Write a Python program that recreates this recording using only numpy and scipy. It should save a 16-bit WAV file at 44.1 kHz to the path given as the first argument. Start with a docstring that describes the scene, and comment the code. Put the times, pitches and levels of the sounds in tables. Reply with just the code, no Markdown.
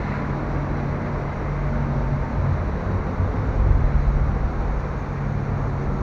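"""Tour tram on wet asphalt

An open tour tram rolls slowly over wet asphalt, heard from a seat on board.
The engine, its drones and a deep throb are wavering tones; the faint whines are fuzzy, narrow tones.
Tyre wash, spray and rumble are coloured noise, and narrow bands of noise make the booms and growl.
A hiss dies away at the start and others, short or long, follow; a thin whistle sinks in pitch.
A run of jolts, made of dying low tones, shakes the frame on a rough patch."""
import sys
import numpy as np
from scipy import signal
from scipy.fft import rfft, irfft, next_fast_len
from scipy.io import wavfile
from scipy.ndimage import uniform_filter1d

SR = 44100
rng = np.random.default_rng(int(sys.argv[2]) if len(sys.argv) > 2 else 0)


def unload_wav(signal):
    """Save mono or channel-first audio to the path in sys.argv[1] as 16-bit WAV at rate SR, clipped to [-1, 1]."""
    wavfile.write(
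        sys.argv[1],
        SR,
        np.round(np.clip(np.atleast_2d(signal).T, -1, 1) * 32767).astype(np.int16),
    )


N = 265482
TIME = np.arange(N) / SR  # seconds


def gain_of(db):
    """Turns decibels into a factor."""
    return 10 ** (np.asarray(db) / 20)


def evened(x):
    """Scales a sound to an rms (average strength) of 1."""
    return x / np.sqrt(np.mean(x ** 2) + 1e-20)


def curves(rows):
    """Joins each column of a table by straight lines in time."""
    s, *columns = np.transpose(rows)
    return [np.interp(TIME, s, c) for c in columns]


def swell(start, end, flatness=2):
    """Rises from nothing to a rounded top and falls again; more flatness holds it nearer to 1."""
    arch = np.sin(np.pi * np.clip((TIME - start) / (end - start), 0, 1))
    return np.tanh(flatness * arch) ** 2


def die_away(t, t60):
    """Stays at 1 until t = 0, then falls by 60 dB in t60 seconds."""
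    return np.exp(-np.log(1000) * np.maximum(t, 0) / t60)


def noise(points):
    """Noise of rms 1, coloured by (pitch, level) points and silent above the last."""
    f, db = np.transpose(points)
    size = next_fast_len(N)
    hz = np.fft.rfftfreq(size, 1 / SR)
    level_db = np.interp(np.log(hz + 1), np.log(f + 1), db)
    gain = gain_of(level_db) * (hz < f[-1])
    spectrum = rfft(rng.standard_normal(size)) * gain
    return evened(irfft(spectrum, size)[:N])


def drift(rate_hz):
    """Random wandering of rms 1; a higher rate makes it quicker."""
    hz = np.fft.rfftfreq(N, 1 / SR)
    hz = hz[hz < 1500]
    random_parts = rng.standard_normal(len(hz)) + 1j * rng.standard_normal(len(hz))
    parts = random_parts * np.exp(-(hz / rate_hz) ** 2) * (hz > 0)
    return evened(irfft(parts, next_fast_len(N, True))[:N])


def steadied(x, span_s):
    """Takes the slow chance swells out of a noise and keeps its quick flutter."""
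    size = max(int(span_s * SR), 2)
    slow_power = uniform_filter1d(uniform_filter1d(x ** 2, size), size)
    return evened(x / np.sqrt(slow_power + 1e-6))


def angle(hz):
    """Running phase of a pitch curve, from a random start."""
    return 2 * np.pi * (np.cumsum(hz * np.ones(N)) / SR + rng.random())


def tone(hz, flutter_db, rate_hz):
    """A clean tone of rms about 1 whose level flutters."""
    return np.sqrt(2) * gain_of(flutter_db * drift(rate_hz)) * np.sin(angle(hz))


def fuzzy_tone(hz, width_hz):
    """A narrow band of noise: two random drifts carried on one pitch."""
    phase = angle(hz)
    return evened(drift(width_hz) * np.cos(phase) + drift(width_hz) * np.sin(phase))


def engine(waver=.0015, rough_hz=137, rough_width_hz=20, rough_db=-38.5, rough_fade_db_per_s=0.5):
    """A clean hum that swells and sinks, with a rough edge that slowly smooths out."""
    # engine speed: (time [s], pitch of the main hum before its waver [Hz])
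    speed = [(0, 140.7), (1.8, 143.1), (2.5, 139.6), (3.4, 141.7), (4, 140.4), (5.1, 139), (6.02, 138.1)]
    # hum swells in the carriage: (start [s], end [s], level before swell shaping [dB])
    hum_swells = [(-.3, 1.6, -28.5), (1.2, 2.43, -26), (3.35, 4.7, -26), (4.85, 6.2, -26.5)]
    hz = curves(speed)[0] * (1 + waver * drift(8))
    level = gain_of(-36)  # dB, level between swells
    for start, end, db in hum_swells:
        level = np.hypot(level, gain_of(db) * swell(start, end, flatness=1.43))
    edge_level = gain_of(rough_db - rough_fade_db_per_s * TIME)
    edge = edge_level * steadied(fuzzy_tone(rough_hz, rough_width_hz), 0.05)
    return level * tone(hz, flutter_db=0.4, rate_hz=9.3) + edge


def drone():
    """Other clean, low drones swell and fade beside the hum."""
    # drones: (start [s], end [s], pitch [Hz], level before swell shaping [dB])
    drones = [(-.1, 0.416, 201, -33), (-.1, 0.601, 237, -39.5), (.6, 1.2, 233, -35.5),
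              (0.823, 1.152, 175, -36.5), (1.55, 2.201, 235, -32.5), (3.297, 4.804, 219, -42),
              (5.15, 5.95, 102.2, -30.5), (5.148, 5.606, 205, -33)]
    out = np.zeros(N)
    for start, end, hz, db in drones:
        out += gain_of(db) * swell(start, end) * tone(hz, flutter_db=0.7, rate_hz=10)
    return out


def throb():
    """The shaft throbs through the frame: a deep, unsteady tone whose pitch wanders slowly."""
    # throb: (time [s], pitch [Hz], level before flutter [dB])
    throb_points = [(.1, 52.3, -33.5), (.55, 46.1, -31.5), (1.25, 41.7, -35.5), (1.7, 45.1, -31),
                    (2.15, 51, -26.5), (2.5, 52, -34.5), (3.5, 54, -29.5), (4.5, 51, -29.5), (5.5, 47, -38)]
    hz, db = curves(throb_points)
    return gain_of(db) * tone(hz, flutter_db=2.5, rate_hz=8.3)


def whines(level_db=-1, width_hz=4, width_share=0.011):
    """Narrow, unsteady tones from the drive and the ringing bodywork; higher ones are wider."""
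    # whines: (start [s], end [s], pitch midway [Hz], glide [Hz per s],
    #          level before level_db and swell shaping [dB])
    whine_rows = [(-.45, 3.2, 608, 4, -43), (-.27, .6, 980, 0, -43.5), (.1, 0.86, 1129, -1.5, -47),
                  (.6, 1.73, 2050, 90, -52.5), (.65, 0.99, 4000, 0.5, -65), (1.4, 2.27, 1114, 2, -49),
                  (1.5, 2.5, 908, 2, -44), (2.3, 3.5, 820, -11, -49), (2.6, 3.7, 430, -13.5, -43.5),
                  (2.499, 4.1, 514.6, -8.5, -43), (3.8, 4.15, 4013, 1.5, -65), (4.2, 5.4, 488, -7, -46),
                  (4.2, 4.8, 790, -15, -46), (4.6, 5.8, 2383, 0, -59), (5.55, 7.3, 1335, 0.5, -46),
                  (5.55, 6.4, 374, -0.5, -41.5), (5.6, 6.4, 469, 6.5, -42.5)]
    out = np.zeros(N)
    for start, end, hz, glide, db in whine_rows:
        pitch = hz + glide * (TIME - (start + end) / 2)
        whine = steadied(fuzzy_tone(pitch, width_hz + width_share * hz), 0.32)
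        out += gain_of(db + level_db) * swell(start, end, flatness=3.4) * whine
    return out


def carriage(floor_hz=94, floor_width_hz=14, floor_db=-34.5):
    """The road shakes the frame and the floor all the time, and panels boom over rougher stretches."""
    # colour of the rumble: (pitch [Hz], relative level [dB per Hz])
    rumble_colour = [(10, -29.5), (24, -8.5), (36, 0), (52, -2), (70, 1), (88, -16.5), (130, -22),
                     (300, -45)]
    # strength of the rumble: (time [s], level [dB])
    rumble_strength = [(0, -33.5), (1.3, -33.5), (2, -29), (3.45, -30), (3.65, -25), (4.7, -26),
                       (5.1, -35.5), (5.45, -33), (6.02, -27)]
    # panel booms: (start [s], end [s], panel pitch [Hz], level before swell shaping [dB])
    booms = [(0.102, 1.1, 88, -34.5), (-.1, 1.2, 300, -38), (1.879, 2.223, 133, -25),
             (2.05, 2.602, 234, -37.5), (2.3, 2.668, 91.2, -24), (2.317, 2.635, 138.9, -25),
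             (2.545, 3.5, 182, -33), (2.84, 3.026, 95.8, -24.5), (3, 3.65, 259, -38),
             (3.069, 3.36, 90, -23), (3.294, 3.557, 102.5, -26.5), (3.533, 3.864, 95.4, -21),
             (4.142, 4.36, 94.8, -26.5), (4.252, 4.381, 190, -32.5), (5.756, 6.1, 195, -35)]
    boom_width = 0.089  # width of a panel's resonance as a share of its pitch
    out = gain_of(curves(rumble_strength)[0]) * steadied(noise(rumble_colour), .35)
    out += gain_of(floor_db) * steadied(fuzzy_tone(floor_hz, floor_width_hz), 0.078)
    for start, end, hz, db in booms:
        boom = steadied(fuzzy_tone(hz, boom_width * hz), .06)
        out += gain_of(db) * swell(start, end, flatness=2.08) * boom
    return out


def tyres(patchy_db=.5, split_hz=1500):
    """A dull wash with a separately wavering top, and fine spray off the wet road; all slowly recede."""
    # tyres on the wet road: (pitch [Hz], relative level [dB per Hz])
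    road_colour = [(130, -9), (250, -0.5), (340, -0.5), (450, -0.5), (560, -1.5), (700, -3.5), (1080, -4.5),
                   (1500, -9.5), (1850, -14.5), (2150, -15.5), (2600, -25.5), (3200, -37), (5000, -58.5),
                   (8000, -73)]
    # fine spray: (pitch [Hz], relative level [dB per Hz])
    spray_colour = [(1500, -5.5), (3200, -5), (3950, 0.5), (4500, -2.5), (5200, -9), (5750, -2),
                    (6400, -12), (7300, -16), (8000, -26)]
    # starting levels in dB, fades in dB per second
    wash_db, wash_fade = -32, 0.209
    top_db, top_fade = -44, 0.5
    spray_db, spray_fade = -56.5, 0.18
    wash = noise(road_colour)
    body = signal.sosfiltfilt(signal.butter(4, split_hz, fs=SR, output="sos"), wash)
    top = wash - body
    out = gain_of(wash_db - wash_fade * TIME + patchy_db * drift(3.9)) * evened(body)
    out += gain_of(top_db - top_fade * TIME + patchy_db * drift(11.0)) * evened(top)
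    spray_level = gain_of(spray_db - spray_fade * TIME + patchy_db * drift(14))
    return out + spray_level * noise(spray_colour)


def tread(growl_hz=200, width_hz=72, growl_db=-36, hollow_hz=315, hollow_width_hz=70, hollow_db=-49):
    """The tread growls on the road and stirs a hollow resonance of the carriage."""
    growl = gain_of(growl_db) * steadied(fuzzy_tone(growl_hz, width_hz), 0.076)
    return growl + gain_of(hollow_db) * fuzzy_tone(hollow_hz, hollow_width_hz)


def sizzle(centre_hz=6450, width_hz=420, level_db=-77, growth_db_per_s=1.07, patchy_db=2.5):
    """A bright, flickering band of noise near 6.5 kHz slowly grows, over a faint steady hiss."""
    # steady high hiss: (pitch [Hz], relative level [dB per Hz])
    air_colour = [(7900, -8), (8600, 5), (9300, 2.5), (10500, 2), (12400, -1), (16000, 0)]
    air_db = -78
    level = gain_of(level_db + growth_db_per_s * TIME + patchy_db * drift(20))
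    return level * fuzzy_tone(centre_hz, width_hz) + gain_of(air_db) * noise(air_colour)


def hisses():
    """Bursts of broad hiss rise in a straight line and die away."""
    # bursts: (time of the peak [s], rise [s], time to fall 60 dB [s], level [dB])
    bursts = [(.15, 0.35, 0.8, -37.5), (.81, .04, 0.02, -38.5), (1.06, .08, 4.1, -47),
              (2.86, .08, 0.84, -50.5), (3.98, .1, 0.5, -45.5)]
    # their colour: (pitch [Hz], relative level [dB per Hz])
    hiss_colour = [(500, -16), (1000, -2.5), (1500, 2.5), (2100, 0), (2700, -11.5), (3300, -24.5),
                   (4100, -14), (5200, -30.5), (7000, -36), (8000, -46)]
    level = np.zeros(N)
    for peak, rise, t60, db in bursts:
        t = TIME - peak
        level += gain_of(db) * np.clip(1 + t / rise, 0, 1) * die_away(t, t60)
    return level * noise(hiss_colour)


def whistle(start=2.0, end=4.2, top_hz=4290, sag_hz_per_s=490, width_hz=35, level_db=-63,
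            fade_db_per_s=5):
    """A thin, fuzzy whistle swells, then fades as it sinks steadily in pitch."""
    t = TIME - start
    level = gain_of(level_db - fade_db_per_s * t) * swell(start, end)
    return level * fuzzy_tone(top_hz - sag_hz_per_s * t, width_hz)


def shudder(detune=0.046):
    """Each jolt builds up in the low modes of the frame, which then die away quickly."""
    # jolts from a rough patch of road: (time the jolt starts [s], level before the mode levels [dB])
    jolts = [(3.545, -17.5), (3.59, -14.5), (3.688, -12.5), (3.734, -16), (3.825, -11.5), (3.926, -16),
             (3.974, -17), (4.059, -15.5), (4.139, -17.5)]
    # low modes of the frame: (pitch before random detuning [Hz], relative level [dB])
    frame = [(37.02, -1.5), (54.06, -1.5), (69.8, -12.5)]
    rise_s, t60_s = 0.0246, 0.34  # build-up, then time to fall 60 dB
    out = np.zeros(N)
    chances = rng.standard_normal((len(jolts), len(frame)))
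    for (start, db), chance in zip(jolts, chances):
        t = TIME - start - rise_s  # zero at the peak
        ring = np.zeros(N)
        for (hz, mode_db), c in zip(frame, chance):
            ring += gain_of(mode_db) * np.sin(2 * np.pi * hz * (1 + detune * c) * t)
        out += gain_of(db) * np.clip(1 + t / rise_s, 0, 1) * die_away(t, t60_s) * ring
    return out


def scene():
    """Adds up everything heard from the seat, in one channel."""
    drive = engine() + drone() + throb() + whines()
    rolling = carriage() + tyres() + tread() + shudder()
    return (drive + rolling + sizzle() + hisses() + whistle())[None]


def record(dry):
    """Smooths the very start and end, and cuts the treble above an upper edge."""
    edge_hz = 15750
    faded = dry * signal.windows.tukey(N, .0004)
    low_pass = signal.firwin(511, edge_hz, window=("kaiser", 9), fs=SR)
    return signal.oaconvolve(faded, low_pass[None], "same")


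dry = scene()
out = record(dry)
unload_wav(out)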